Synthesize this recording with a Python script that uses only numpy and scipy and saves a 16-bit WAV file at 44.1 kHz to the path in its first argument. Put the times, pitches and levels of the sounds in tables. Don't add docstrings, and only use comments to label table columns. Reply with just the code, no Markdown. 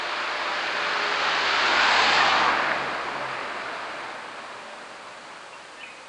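import sys
import numpy as np
from scipy import signal
from scipy.fft import rfft, irfft, next_fast_len
from scipy.io import wavfile
from scipy.ndimage import uniform_filter1d, map_coordinates

SR = 44100
rng = np.random.default_rng(int(sys.argv[2]) if len(sys.argv) > 2 else 0)


def master(y):
    cut = np.clip(np.atleast_2d(y).T, -1, 1)
    pcm = np.round(cut * 32767)
    wavfile.write(sys.argv[1], SR, pcm.astype(np.int16))


N = 268260

AXLES_S = (2.18, 2.334)
SLOWING_S = 3.33
CRUISE_HZ, IDLE_HZ = 85.97, 35.37
COAST_S, COAST_POWER = 4.85, 1.8
TREAD_PER_FIRING = 10.8
TOP_HZ = 11100

# frequency in Hz, relative level in dB.
TRAFFIC_EQ = [(30, -22), (60, -19), (110, -12.5), (145, -9), (200, -7), (350, -6.5), (480, -2), (590, 1.5),
              (690, -2.5), (950, 2.5), (1300, -6), (2500, -31), (6000, -60.5)]
HISS_EQ = [(25, -8), (100, 2.5), (400, 1.5), (2000, 7), (5500, 6), (8000, 6), (10000, -0.5), (11000, -17)]
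TICK_EQ = [(150, -32), (600, 1), (5000, -1), (8000, -19)]
MIST_EQ = [(3000, -26), (4400, 7), (5500, 1), (7000, 3), (8000, 3), (8700, -29), (11000, -51)]
RUMBLE_EQ = [(25, -23), (45, -20), (90, -20), (170, -7), (250, 0), (320, 3), (420, 1.5), (500, 3), (590, 5),
             (750, 3), (1300, -33), (4000, -63)]
ROAR_EQ = [(150, -42), (400, -13), (600, -4.5), (780, -5), (1000, -4.5), (1250, 1), (1620, 0), (1950, -4.5),
           (2400, -6), (3100, -16), (4600, -27.5), (5500, -31), (11000, -77)]
SPRAY_EQ = [(500, -18.5), (1100, -26), (1650, 7.5), (2000, 4.5), (2400, 7), (2850, 6.5), (3250, 4.5),
            (4500, 3.5), (5000, -1), (5500, -9.5), (7000, -13), (7900, -22), (8700, -47), (11000, -79)]
PUMPING_EQ = [(300, -79), (500, -35), (660, -7), (760, 0.5), (950, 4), (1090, 3.5), (1250, -1.5),
              (1700, -55), (4000, -120)]

# closest level in dB, seconds until the distance has grown by root 2,
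# dB lost per doubling of distance, dB gained ahead and lost behind, dB lost per second of slowing.
THROB_PASS = (-53.5, 0.5, 8, 1, 6)
HUM_PASS = (-57.5, 1, 7, 0.5, 3)
DRONE_PASS = (-47, 0.96, 5.5, 8.5, 0.5)
RUMBLE_PASS = (-38.5, 0.39, 4.5, -0.5, 3)
ROAR_PASS = (-25, 0.3931, 4, 2.5, 3.5)
SPRAY_PASS = (-29.5, 0.1485, 4, 6, 0.4)
TREAD_PASS = (-36, 0.28, 8.5, 0.5, -3.5)
PUMPING_PASS = (-31.5, 0.83, 5.5, 2, 3.5)

# centre in seconds, half-width in seconds, boost or cut in dB.
THROB_SWELLS = [(0.9, 0.35, -5), (2.4, 0.25, 2), (3.3, 0.09, -12), (3.85, 0.12, 4)]
HUM_SWELLS = [(0.3, 0.15, 2.5), (0.8, 0.22, 5.5), (1.4, 0.18, 6.5), (1.8, 0.17, -16), (2.12, .1, 8),
              (2.42, 0.16, 6), (2.68, 0.088, 7), (2.85, 0.07, 8.5), (3.05, 0.08, -4), (3.27, 0.14, 11.5),
              (3.5, 0.091, -8), (4.07, 0.071, 3), (4.8, 0.21, -8)]
WHINE_SWELLS = [(0.5, 0.2, -6), (1.05, 0.3, 3), (1.62, 0.14, 4), (1.92, 0.12, -4)]
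ROAR_SWELLS = [(1.94, 0.08, 0.5), (2.12, 0.16, -1.4), (2.68, 0.19, 2.5), (3.0, 0.35, -2.5),
               (3.95, 0.18, 1.9), (4.65, 0.78, -1.5)]
PUDDLE_SWELLS = [(1.48, 0.39, 1.8), (2.42, 0.12, 1.8), (3.8, 0.29, 1.7)]
PUMPING_SWELLS = [(1.95, 0.21, 5.5), (2.38, 0.2, 6.5), (2.88, 0.11, -0.5)]

# frequency in Hz, seconds to die by 60 dB.
STREET_DECAY = [(200, .7), (2500, 0.8), (10000, 0.42)]
# start in seconds, length in seconds, first and last pitch in Hz,
# level in dB, roughness as a share of the pitch.
BIRD_NOTES = [(5.531, 0.017, 2750, 2720, -43, 0.006), (5.551, 0.014, 2710, 2700, -50.5, 0.006),
              (5.772, 0.04, 1795, 1820, -48.5, 0.008), (5.775, 0.045, 2630, 2730, -48, .01),
              (5.807, 0.024, 2935, 3020, -42, .018), (5.83, 0.017, 2624, 2450, -35, 0.057),
              (5.845, 0.028, 2496, 2500, -42, 0.016), (5.881, 0.029, 2510, 2490, -42, 0.013),
              (5.85, 0.066, 2170, 2210, -48, 0.06)]
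# centre in seconds, half-width in seconds, pitch at the centre in Hz, level in dB.
BOOM_TONES = [(1.72, 0.11, 335.4, -40.5), (2.041, 0.11, 461, -42)]
# start in seconds, attack in seconds, level in dB.
STONE_HIT = (2.205, 0.0022, -14)
# pitch in Hz, level against the hit in dB, seconds to die by 60 dB.
PANEL_MODES = [(1190, -3, 0.071), (1815, 3.5, 0.056), (2490, -10, 0.07)]
# peak in seconds, pitch in Hz, attack in units of 0.76 ms, pre-EQ level in dB.
GRIT_TICKS = [(0.671, 3630, 0.4, -21), (1.287, 1210, 0.93, -14.5), (1.647, 3580, 0.35, -18),
              (2.084, 3520, 0.37, -18), (2.712, 1040, 0.82, -24), (2.7178, 1790, 0.42, -9),
              (2.95, 1400, 0.65, -21), (3.0104, 1100, 0.7, -21), (5.408, 1050, 0.7, -31)]
# centre in seconds, half-width in seconds, pitch in Hz,
# glide in Hz per second, bandwidth in Hz, level in dB.
GROOVE_NOTES = [(0.751, 0.3, 1757, 100, 130, -41), (1.76, 0.24, 1461, 520, 190, -28),
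                (1.95, 0.13, 969, 399.5, 190, -30.5), (2.28, 0.12, 793, -250, 95, -32),
                (2.472, 0.045, 1087, 0, 260, -26.5), (3.216, 0.09, 575, 0.5, 50, -41),
                (3.76, 0.15, 680, -60.5, 59, -43.5), (4.678, 0.1, 592, 0.5, 50, -48.5)]
# centre in Hz, bandwidth in Hz, gain in dB.
BAY_RESONANCES = [(219, 18.5, 0), (339, 20, -8), (409, 37, -1.5), (590.4, 36, 2.5)]


def amp(db):
    return 10 ** (np.asarray(db) / 20)


def unit(x):
    return x / np.sqrt(np.mean(x ** 2) + 1e-20)


def clock():
    return np.arange(N) / SR


def along(points, hz):
    knots_hz, values = np.transpose(points)
    return np.interp(np.log(hz + 1), np.log(knots_hz + 1), values)


def wobble(rate):
    return map_coordinates(rng.standard_normal(int(N * rate / SR) + 4), [clock() * rate])


def filtered(x, response):
    size = next_fast_len(N + SR // 2)
    return irfft(rfft(x, size) * response(np.fft.rfftfreq(size, 1 / SR)), size)[:N]


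def equalised(x, curve):
    return filtered(x, lambda hz: amp(along(curve, hz)))


def coloured(x, curve, band):
    shaped = equalised(x, curve)
    return shaped / np.std(filtered(shaped, lambda hz: (hz > band[0]) & (hz < band[1])))


def patchy(depth_db):
    spectra = signal.stft(rng.standard_normal(N), nperseg=1024)[2]
    patches = uniform_filter1d(rng.standard_normal(spectra.shape), size=7, axis=0)
    patches = unit(uniform_filter1d(patches, size=9, axis=1))
    return unit(signal.istft(spectra * amp(depth_db * patches), nperseg=1024)[1][:N])


def blurred_note(hz, width_hz):
    phase = 2 * np.pi * np.cumsum(hz * np.ones(N)) / SR
    slow = lambda: unit(filtered(rng.standard_normal(N), lambda f: 1 / (1 + (2 * f / width_hz) ** 4)))
    return slow() * np.cos(phase) + slow() * np.sin(phase)


def droplets(rate, spread_db):
    hits = rng.random(N) < rate / SR
    return unit(hits * rng.standard_normal(N) * amp(spread_db * rng.standard_normal(N)))


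def bell(centre_s, half_s):
    return np.exp(-((clock() - centre_s) / half_s) ** 2)


def swells(rows):
    return amp(sum(db * bell(s, half_s) for s, half_s, db in rows))


def passing(envelope, when=AXLES_S):
    closest_db, near_s, doubling_db, ahead_db, slowing_db_per_s = envelope
    t = clock()
    place = (t - np.reshape(when, (-1, 1))) / near_s
    distance = np.hypot(1, place)
    db = closest_db - doubling_db * np.log2(distance) - ahead_db * place / distance
    slowing = amp(-slowing_db_per_s * np.maximum(t - SLOWING_S, 0))
    return np.sqrt(np.mean(amp(db) ** 2, axis=0)) * slowing


def firing_rate():
    return IDLE_HZ + (CRUISE_HZ - IDLE_HZ) * np.exp(-(clock() / COAST_S) ** COAST_POWER)


def microphone_hiss(db):
    return amp(db) * unit(equalised(rng.standard_normal(N), HISS_EQ))


def traffic(db):
    return amp(db) * unit(equalised(rng.standard_normal(N), TRAFFIC_EQ))


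def street_echo(x):
    hz, t, spectra = signal.stft(rng.standard_normal(SR), SR, nperseg=256)
    decay = amp(-60 * t / along(STREET_DECAY, hz)[:, None])
    tail = signal.istft(spectra * decay, SR, nperseg=256)[1]
    return signal.fftconvolve(x, tail / np.linalg.norm(tail))[:N]


def bird():
    t, song = clock(), np.zeros(N)
    flutter = wobble(500)
    for s, length, start_hz, end_hz, db, rough in BIRD_NOTES:
        progress = np.clip((t - s) / length, 0, 1)
        hz = (start_hz + (end_hz - start_hz) * progress) * (1 + rough * flutter)
        envelope = np.sqrt(2 * np.abs(np.sin(np.pi * progress)))
        song += amp(db) * envelope * np.sin(2 * np.pi * np.cumsum(hz) / SR)
    return song


def booms():
    t, speed = clock(), firing_rate()
    tone = lambda s, hz: np.sin(2 * np.pi * np.cumsum(hz * speed / np.interp(s, t, speed)) / SR)
    return sum(np.sqrt(2) * amp(db) * bell(s, half_s) * tone(s, hz) for s, half_s, hz, db in BOOM_TONES)


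def stone():
    s, rise_s, db = STONE_HIT
    age = np.maximum(clock() - s, 0)
    ring = sum(amp(db + mode_db - 60 * age / t60) * np.sin(2 * np.pi * hz * age)
               for hz, mode_db, t60 in PANEL_MODES)
    return ring * (1 - np.exp(-(age / rise_s) ** 2))


def ticks():
    t, clicks = clock(), np.zeros(N)
    for s, hz, attack, db in GRIT_TICKS:
        age = np.maximum(1 + (t - s) / (attack * 0.00076), 0)
        clicks += amp(db) * age * np.exp(1 - age) * np.cos(2 * np.pi * hz * (t - s))
    return equalised(clicks, TICK_EQ)


def mist(closest_s, passing_s, db):
    nearness = 1 / (1 + ((clock() - closest_s) / passing_s) ** 2)
    return amp(db) * nearness * unit(equalised(droplets(rate=3600, spread_db=2), MIST_EQ))


def grooves():
    return sum(amp(db) * bell(s, half_s) * blurred_note(hz + glide * (clock() - s), width_hz)
               for s, half_s, hz, glide, width_hz, db in GROOVE_NOTES)


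def engine(harmonics=12, whine_harmonic=5):
    firing_hz = firing_rate()
    phase = 2 * np.pi * np.cumsum(firing_hz * (1 + 0.0031 * wobble(15))) / SR
    harmonic = lambda k: np.sqrt(2) * amp(1.2 * wobble(8.3)) * np.sin(k * phase)
    bay = lambda hz: sum(amp(db) / (1 + (2 * (hz - centre) / width) ** 2)
                         for centre, width, db in BAY_RESONANCES)
    throb = passing(THROB_PASS, when=2.08) * swells(THROB_SWELLS) * harmonic(1)
    hum = passing(HUM_PASS) * swells(HUM_SWELLS) * harmonic(2)
    ride = lambda k: swells(WHINE_SWELLS) if k == whine_harmonic else 1
    drone = sum(ride(k) * bay(k * firing_hz) * harmonic(k) for k in range(3, harmonics + 1))
    return throb + hum + passing(DRONE_PASS, when=AXLES_S[0]) * drone


def tyres():
    low_hz, mid_hz, high_hz = (190, 480), (650, 1800), (3000, 5000)
    road = wobble(30)
    rumble = passing(RUMBLE_PASS) * coloured(patchy(depth_db=0), RUMBLE_EQ, low_hz)
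    roar_gain = passing(ROAR_PASS) * swells(ROAR_SWELLS) * amp(0.25 * road)
    roar = roar_gain * coloured(patchy(depth_db=0.52), ROAR_EQ, mid_hz)
    water = patchy(depth_db=0.5) + 0.61 * droplets(rate=2500, spread_db=2.5)
    spray_gain = passing(SPRAY_PASS) * swells(PUDDLE_SWELLS) * amp(0.19 * road)
    spray = spray_gain * coloured(water, SPRAY_EQ, high_hz)
    tread = passing(TREAD_PASS) * blurred_note(TREAD_PER_FIRING * firing_rate(), width_hz=124)
    pumping_gain = passing(PUMPING_PASS) * swells(PUMPING_SWELLS)
    pumping = pumping_gain * coloured(patchy(depth_db=1.4), PUMPING_EQ, mid_hz)
    return rumble + roar + pumping + spray + tread


def scene():
    song = bird()
    hiss = microphone_hiss(db=-54.5)
    sizzle = mist(closest_s=2.0, passing_s=0.26, db=-43)
    car = tyres() + grooves() + sizzle + ticks() + stone() + engine() + booms()
    return (car + song + amp(-5.5) * street_echo(song) + traffic(db=-49.5) + hiss)[None]


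def record(dry):
    return filtered(dry[0], lambda hz: hz < TOP_HZ)[None]


dry = scene()
out = record(dry)
master(out)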